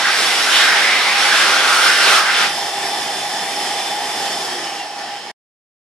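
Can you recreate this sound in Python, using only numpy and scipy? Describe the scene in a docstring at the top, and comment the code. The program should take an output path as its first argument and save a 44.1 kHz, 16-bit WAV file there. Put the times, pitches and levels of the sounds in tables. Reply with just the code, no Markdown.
"""Hand dryer in a small bare room

Hands rub in a high-speed jet: air splashes and fizzes on the skin, the hollow between the palms roars
and narrow gaps whistle. They leave, and the blower runs free: turbulent noise coloured by its housing,
with the whine of the blades. The rotor then coasts down, falling in pitch, until the sound is cut off."""
import sys
import numpy as np
from scipy import signal
from scipy.fft import rfft, irfft
from scipy.io import wavfile
from scipy.ndimage import uniform_filter1d

SR = 44100
rng = np.random.default_rng(int(sys.argv[2]) if len(sys.argv) > 2 else 0)


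def dump(signal):
    """Clip the signal to [-1, 1] and save it as 16-bit WAV at the path in sys.argv[1]."""
    limited = np.clip(np.atleast_2d(signal).T, -1, 1)
    pcm = np.round(limited * 32767).astype(np.int16)
    wavfile.write(sys.argv[1], SR, pcm)


N = 258856

HOP, SIZE = 256, 2048  # step and length of a spectral frame, in samples
BLADES, FULL_TURNS_PER_S = 9, 390.6
POWER_OFF_S, CUT_S = 4.404, 5.3152


def hands_power(t, hz):
    """Cavity resonance and turbulence: the cupped palms ring while air splashes and fizzes on skin."""
    # Each row: time in seconds, splash level in dB, pitch of the hollow between the palms in Hz,
    # level of its roar in dB, level of the fizz at the finger edges in dB.
    gestures = [(0.0, -18, 1540, -34, -33.5), (0.07, -16, 1620, -14, -30.5), (0.2, -15, 1630, -24.5, -21),
                (0.43, -15, 1720, -29, -24), (0.5, -16.5, 1560, -18.5, -22.5),
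                (0.53, -13.5, 1710, -19.5, -19), (0.61, -12.5, 1710, -12.5, -21),
                (0.75, -15, 1740, -15.5, -28), (0.95, -15, 2100, -18, -28.5), (1.13, -14, 2030, -19, -25.5),
                (1.26, -13.5, 1660, -21, -24), (1.38, -13, 1520, -20, -22.5), (1.46, -13, 1560, -21, -24.5),
                (1.64, -13, 1420, -16.5, -23), (1.74, -12, 1350, -18, -19.5), (1.95, -14, 1680, -16, -22),
                (2.06, -10, 1600, -17, -20), (2.18, -11.5, 1500, -22, -20), (2.22, -18, 1490, -16.5, -28),
                (2.31, -17, 1620, -15, -30), (2.36, -13, 1700, -21, -25.5), (2.42, -13.5, 1700, -19, -23),
                (2.465, -15.5, 1616, -23, -30.5)]
    # Air breaking on skin. Each row: frequency in Hz, relative spectral density in dB.
    splash_spectrum = [(100, -53.5), (250, -22), (500, -11.5), (800, -8), (1200, -6), (2000, -6.5),
                       (3500, -6.5), (5500, -11.5), (8000, -28.5), (13000, -51)]
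    # Air passing the finger edges. Each row: frequency in Hz, relative spectral density in dB.
    fizz_spectrum = [(1500, -34), (3500, -4), (6000, -3.5), (10000, -5), (12000, -12), (13900, -35.5)]
    splash_db, hollow_hz, hollow_db, fizz_db = follow(gestures, t)
    mean_splash_db = np.mean([row[1] for row in gestures])
    overtone_db = -20.5 + 2.6 * (splash_db - mean_splash_db)  # a harder jet lifts the overtone
    hollow = band(hz, hollow_hz, sharpness=2.1)
    hollow += power_of(overtone_db) * band(hz, 1.7 * hollow_hz, sharpness=4)
    splash = unit_power(power_of(curve_at(splash_spectrum, hz)))
    nozzle_ring = power_of(-10) * band(hz, centre_hz=5400, sharpness=30)
    fizz = unit_power(power_of(curve_at(fizz_spectrum, hz))) + nozzle_ring
    roar = hollow * power_of(hollow_db) + splash * power_of(splash_db) + fizz * power_of(fizz_db)
    leaving = power_of(-340 * np.maximum(t - gestures[-1][0], 0))  # the hands' noise fades quickly as they withdraw
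    return (roar + whistle_power(t, hz)) * leaving


def whistle_power(t, hz):
    """Flow-excited resonance: narrow gaps between the palms whistle, each gliding as it holds."""
    # Each row: start in seconds, length in seconds, level in dB, first and last pitch in Hz, sharpness.
    whistles = [(0.533, 0.083, -11.5, 2950, 3680, 1.8), (0.83, 0.11, -21.5, 2100, 2218, 7),
                (1.065, .1, -19, 2160, 2610, 5.4), (1.32, 0.085, -16.5, 1606, 1627, 9.9),
                (1.51, .04, -22, 1408, 1390, 9.6), (1.673, .27, -17.5, 1325, 1522, 7.1),
                (2.127, 0.069, -19.5, 1420, 1250, 9.1), (2.316, .02, -29, 1560, 1527, 8),
                (2.398, .04, -25.5, 1400, 1410, 8.7)]
    rise_db_per_s, fall_db_per_s = 450, 297
    power = 0
    for start, length, db, first_hz, last_hz, sharpness in whistles:
        before, after = np.maximum(start - t, 0), np.maximum(t - start - length, 0)
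        level_db = db - rise_db_per_s * before - fall_db_per_s * after
        pitch_hz = np.interp(t, [start, start + length], [first_hz, last_hz])
        power += band(hz, pitch_hz, sharpness) * power_of(level_db)
    return power


def jet_power(t, hz):
    """Turbulent noise filtered by the housing; its treble fades fastest as the rotor slows."""
    # Free jet and intake at full speed. Each row: frequency in Hz, relative spectral density in dB.
    jet_spectrum = [(18, -82), (30, -37), (382, -12), (576, -12.5), (804, -4.5), (987, -10), (1340, -15.5),
                    (1740, -13), (2620, -14), (3390, -13), (4060, -15), (5380, -14.5), (5960, -18),
                    (10800, -22), (13900, -38)]
    # Housing and nozzle resonances. Each row: frequency in Hz, width in Hz, peak gain in dB.
    housing_modes = [(679, 28, 8.5), (740, 41, 5.5), (816.4, 23, 11), (937, 120, 3), (1190, 40, 2),
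                     (1769, 75, 9), (1928, 65, 8.5), (3100, 150, 5.5), (3460, 67, 4), (4400, 70, 5),
                     (4876, 73, 7.5), (5120, 150, 5.5), (5350, 340, 5.5), (6510, 130, 6.5),
                     (7940, 150, 3.5)]
    # Each row: frequency in Hz, loss in dB per tenfold drop in rotor speed.
    speed_law = [(100, 39.5), (800, 40), (3000, 43), (6000, 54), (12000, 84)]
    shape = unit_power(power_of(curve_at(jet_spectrum, hz) + resonances_db(housing_modes, hz)))
    level_db = -19.5 + curve_at(speed_law, hz) * np.log10(rotor_speed(t) / FULL_TURNS_PER_S)
    shade_db = -nozzle_cover(t) * (0.5 + 2.8 * peak(hz, 805, sharpness=9))  # palms damp the drone
    return shape * power_of(level_db + shade_db)


def airflow():
    """Incoherent sources add in power: jet and hands form one noise, partly alike in both channels."""
    # Each row: frequency in Hz, left-right coherence from 0 to 1.
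    coherences = [(25, .6), (60, 1), (130, 0.99), (280, 0.98), (610, 0.98), (1320, 0.83), (2870, 0.59),
                  (6220, 0.3), (13500, 0.47)]
    # Each row: frequency in Hz, level of left over right in dB.
    balances = [(60, -6), (110, -1), (200, 0.5), (360, -2.5), (670, -1.0), (1210, -1.5), (2220, -1.5),
                (4040, -3), (7380, 0.5), (13500, -1.5)]
    # Each row: frequency in Hz, phase lead of the left in radians.
    phase_leads = [(100, .02), (1500, .05), (3500, 0.74), (7000, 0.65), (13000, .3)]
    frames, hz = N // HOP + SIZE // HOP + 1, np.fft.rfftfreq(SIZE, 1 / SR)[:, None]
    t = np.arange(frames) * HOP / SR
    left_re, left_im, own_re, own_im, patches = rng.standard_normal((frames, len(hz), 5)).T
    patches = uniform_filter1d(patches, size=24, axis=0)  # turbulent patches spread over frequency
    patches = unit_rms(uniform_filter1d(patches, size=16, axis=1))  # and over time
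    flutter_db = .8 * patches + .76 * wander(t, 1.294, 12)
    amplitude = np.sqrt(jet_power(t, hz) + hands_power(t, hz)) * gain_of(flutter_db)
    coherence = curve_at(coherences, hz)
    left = left_re + 1j * left_im
    right = coherence * left + np.sqrt(1 - coherence ** 2) * (own_re + 1j * own_im)
    right *= np.exp(-1j * curve_at(phase_leads, hz))
    lean = gain_of(curve_at(balances, hz) / 2)
    spectra = np.array([left * lean, right / lean]) * amplitude
    overlap_gain = np.sqrt(SIZE / HOP * 3 / 8)
    return overlap_gain * signal.istft(spectra, nperseg=SIZE, noverlap=SIZE - HOP)[1][:, :N]


def rotor_whine():
    """Periodic forcing: tones at the blade-passing and shaft rates, wavering in level and speed."""
    # Resonances and dead spots that the falling tones cross.
    # Each row: frequency in Hz, width in Hz, gain in dB.
    swells = [(352, 36, 19), (3330, 70, -9), (3165, 60, -8), (2980, 160, 6), (2855, 50, -8), (2770, 80, 16),
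              (2200, 70, 13)]
    t = np.arange(N) / SR
    frame_t = t[::HOP]
    speed = rotor_speed(t)
    speed_decades = np.log10(speed / FULL_TURNS_PER_S)
    blade_db = -34 + 105 * speed_decades + resonances_db(swells, BLADES * speed)
    hum_db = -47 + 75 * speed_decades + resonances_db(swells, speed) - 5.5 * nozzle_cover(t)
    jitter = .0006 * np.interp(t, frame_t, wander(frame_t, .7, 15))
    turns = np.cumsum(speed * (1 + jitter)) / SR
    tones = np.zeros((2, N))
    for harmonic, db, lead_rad in ((BLADES, blade_db, .6), (1, hum_db, .05)):
        for side in range(2):
            waver_db = 3 * np.interp(t, frame_t, wander(frame_t, 1.5, 25))
            phase = 2 * np.pi * harmonic * turns - side * lead_rad
            tones[side] += np.sqrt(2) * gain_of(db + waver_db) * np.sin(phase)
    return tones * gain_of([[.7], [-.7]])  # slightly louder on the left


def rotor_speed(t):
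    """Shaft turns per second: nearly steady under power, then slowed by air drag."""
    sag_turns_per_s2, drag_per_s = .14, .666
    return (FULL_TURNS_PER_S - sag_turns_per_s2 * t) / (1 + drag_per_s * np.maximum(t - POWER_OFF_S, 0))


def nozzle_cover(t):
    """Share of the nozzle that the palms cover."""
    return np.clip((2.45 - t) / 0.5, 0, 1)


def room(x):
    """Standing waves and the comb of dense wall echoes, as a minimum-phase filter for each channel."""
    # Each row: frequency in Hz, width in Hz, peak gain in dB.
    room_modes = [(95, 25, 3), (155, 25, 3), (200, 22, 4), (255, 25, 4), (330, 30, 3), (390, 18, 4),
                  (491, 25, 3), (650, 30, 3), (808, 20, 3), (1150, 25, 5), (1243, 22, 5), (1305, 25, 4),
                  (1408, 18, 7), (1480, 25, 3), (1583, 25, 5), (1620, 20, 3), (1834, 45, 3), (2055, 35, 3),
                  (2105, 25, 3), (2198, 35, 4), (2306, 22, 3), (2455, 22, 4), (2655, 18, 5), (2870, 40, 3),
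                  (5378, 50, 5), (5452, 30, 4)]
    hz = np.fft.rfftfreq(8 * SIZE, 1 / SR)
    ripples = unit_rms(uniform_filter1d(rng.standard_normal((3, len(hz))), size=6, axis=1))
    shared, own = ripples[:1], ripples[1:]
    comb_db = (2.2 * shared + own) * np.clip(hz / 2800, .3, 1)
    log_gain = np.log(gain_of(resonances_db(room_modes, hz) + comb_db - 2))
    two_sided = np.concatenate([log_gain, log_gain[:, -2:0:-1]], axis=1)
    response = np.fft.ifft(np.exp(np.conj(signal.hilbert(two_sided)))).real
    return signal.oaconvolve(x, response, axes=1)[:, :N]


def resonances_db(modes, hz):
    """Lorentzian peaks and dips, in dB, on a flat response."""
    return sum(db / (1 + (2 * (hz - f) / width) ** 2) for f, width, db in modes)


def peak(hz, centre_hz, sharpness):
    """Power response of two like resonators in series, 1 at the centre."""
    return 1 / (1 + ((hz / centre_hz - centre_hz / (hz + 1)) * sharpness) ** 2) ** 2


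def band(hz, centre_hz, sharpness):
    """A resonance band of total power 1."""
    return unit_power(peak(hz, centre_hz, sharpness))


def wander(t, low_hz, high_hz):
    """Slow fluctuation of rms 1: a superposition of sines in random phase."""
    rates_hz = np.geomspace(low_hz, high_hz, num=24)
    return unit_rms(sum(np.sin(2 * np.pi * (f * t + rng.random())) / np.sqrt(f) for f in rates_hz))


def curve_at(points, hz):
    """A table interpolated on a logarithmic frequency axis."""
    f, value = np.transpose(points)
    return np.interp(np.log(hz + 1), np.log(f + 1), value)


def follow(rows, t):
    """The columns of a table interpolated at the times t."""
    times, *columns = np.transpose(rows)
    return [np.interp(t, times, column) for column in columns]


def gain_of(db):
    return 10 ** (np.asarray(db) / 20)


def power_of(db):
    return gain_of(2 * db)


def unit_rms(x):
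    return x / np.sqrt(np.mean(x ** 2) + 1e-20)


def unit_power(power):
    return power / power.sum(0)


def scene():
    """Superposition of the air noise, coloured by the room, and the rotor tones."""
    return room(airflow()) + rotor_whine()


def record(dry):
    """Soft saturation, thinned bass and slightly dulled top treble, an abrupt stop and a band limit."""
    # Each row: frequency in Hz, gain in dB.
    tone_curve = [(20, -4.5), (50, -12.5), (100, -3.5), (160, -1.5), (300, -2.1), (10500, -0.45),
                  (11600, -0.5), (12300, -2.5), (13300, -2.5)]
    rounded = 1.3 * np.tanh(dry / 1.3)
    tone_gain = gain_of(curve_at(tone_curve, np.fft.rfftfreq(N, 1 / SR)))
    coloured = np.clip(irfft(rfft(rounded) * tone_gain, N), -1, 1)
    since_cut = np.arange(N) / SR - CUT_S
    dip = gain_of(-600 * np.maximum(since_cut + .01, 0))  # the last 10 ms before the cut
    faint_tail = gain_of(-26 - 1500 * since_cut) * (since_cut < .025)
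    gate = np.where(since_cut < 0, dip, faint_tail)
    low_pass = signal.firwin(511, cutoff=13950, window=("kaiser", 9), fs=SR)
    return signal.oaconvolve(coloured * gate, low_pass[None], "same")


dry = scene()
out = record(dry)
dump(out)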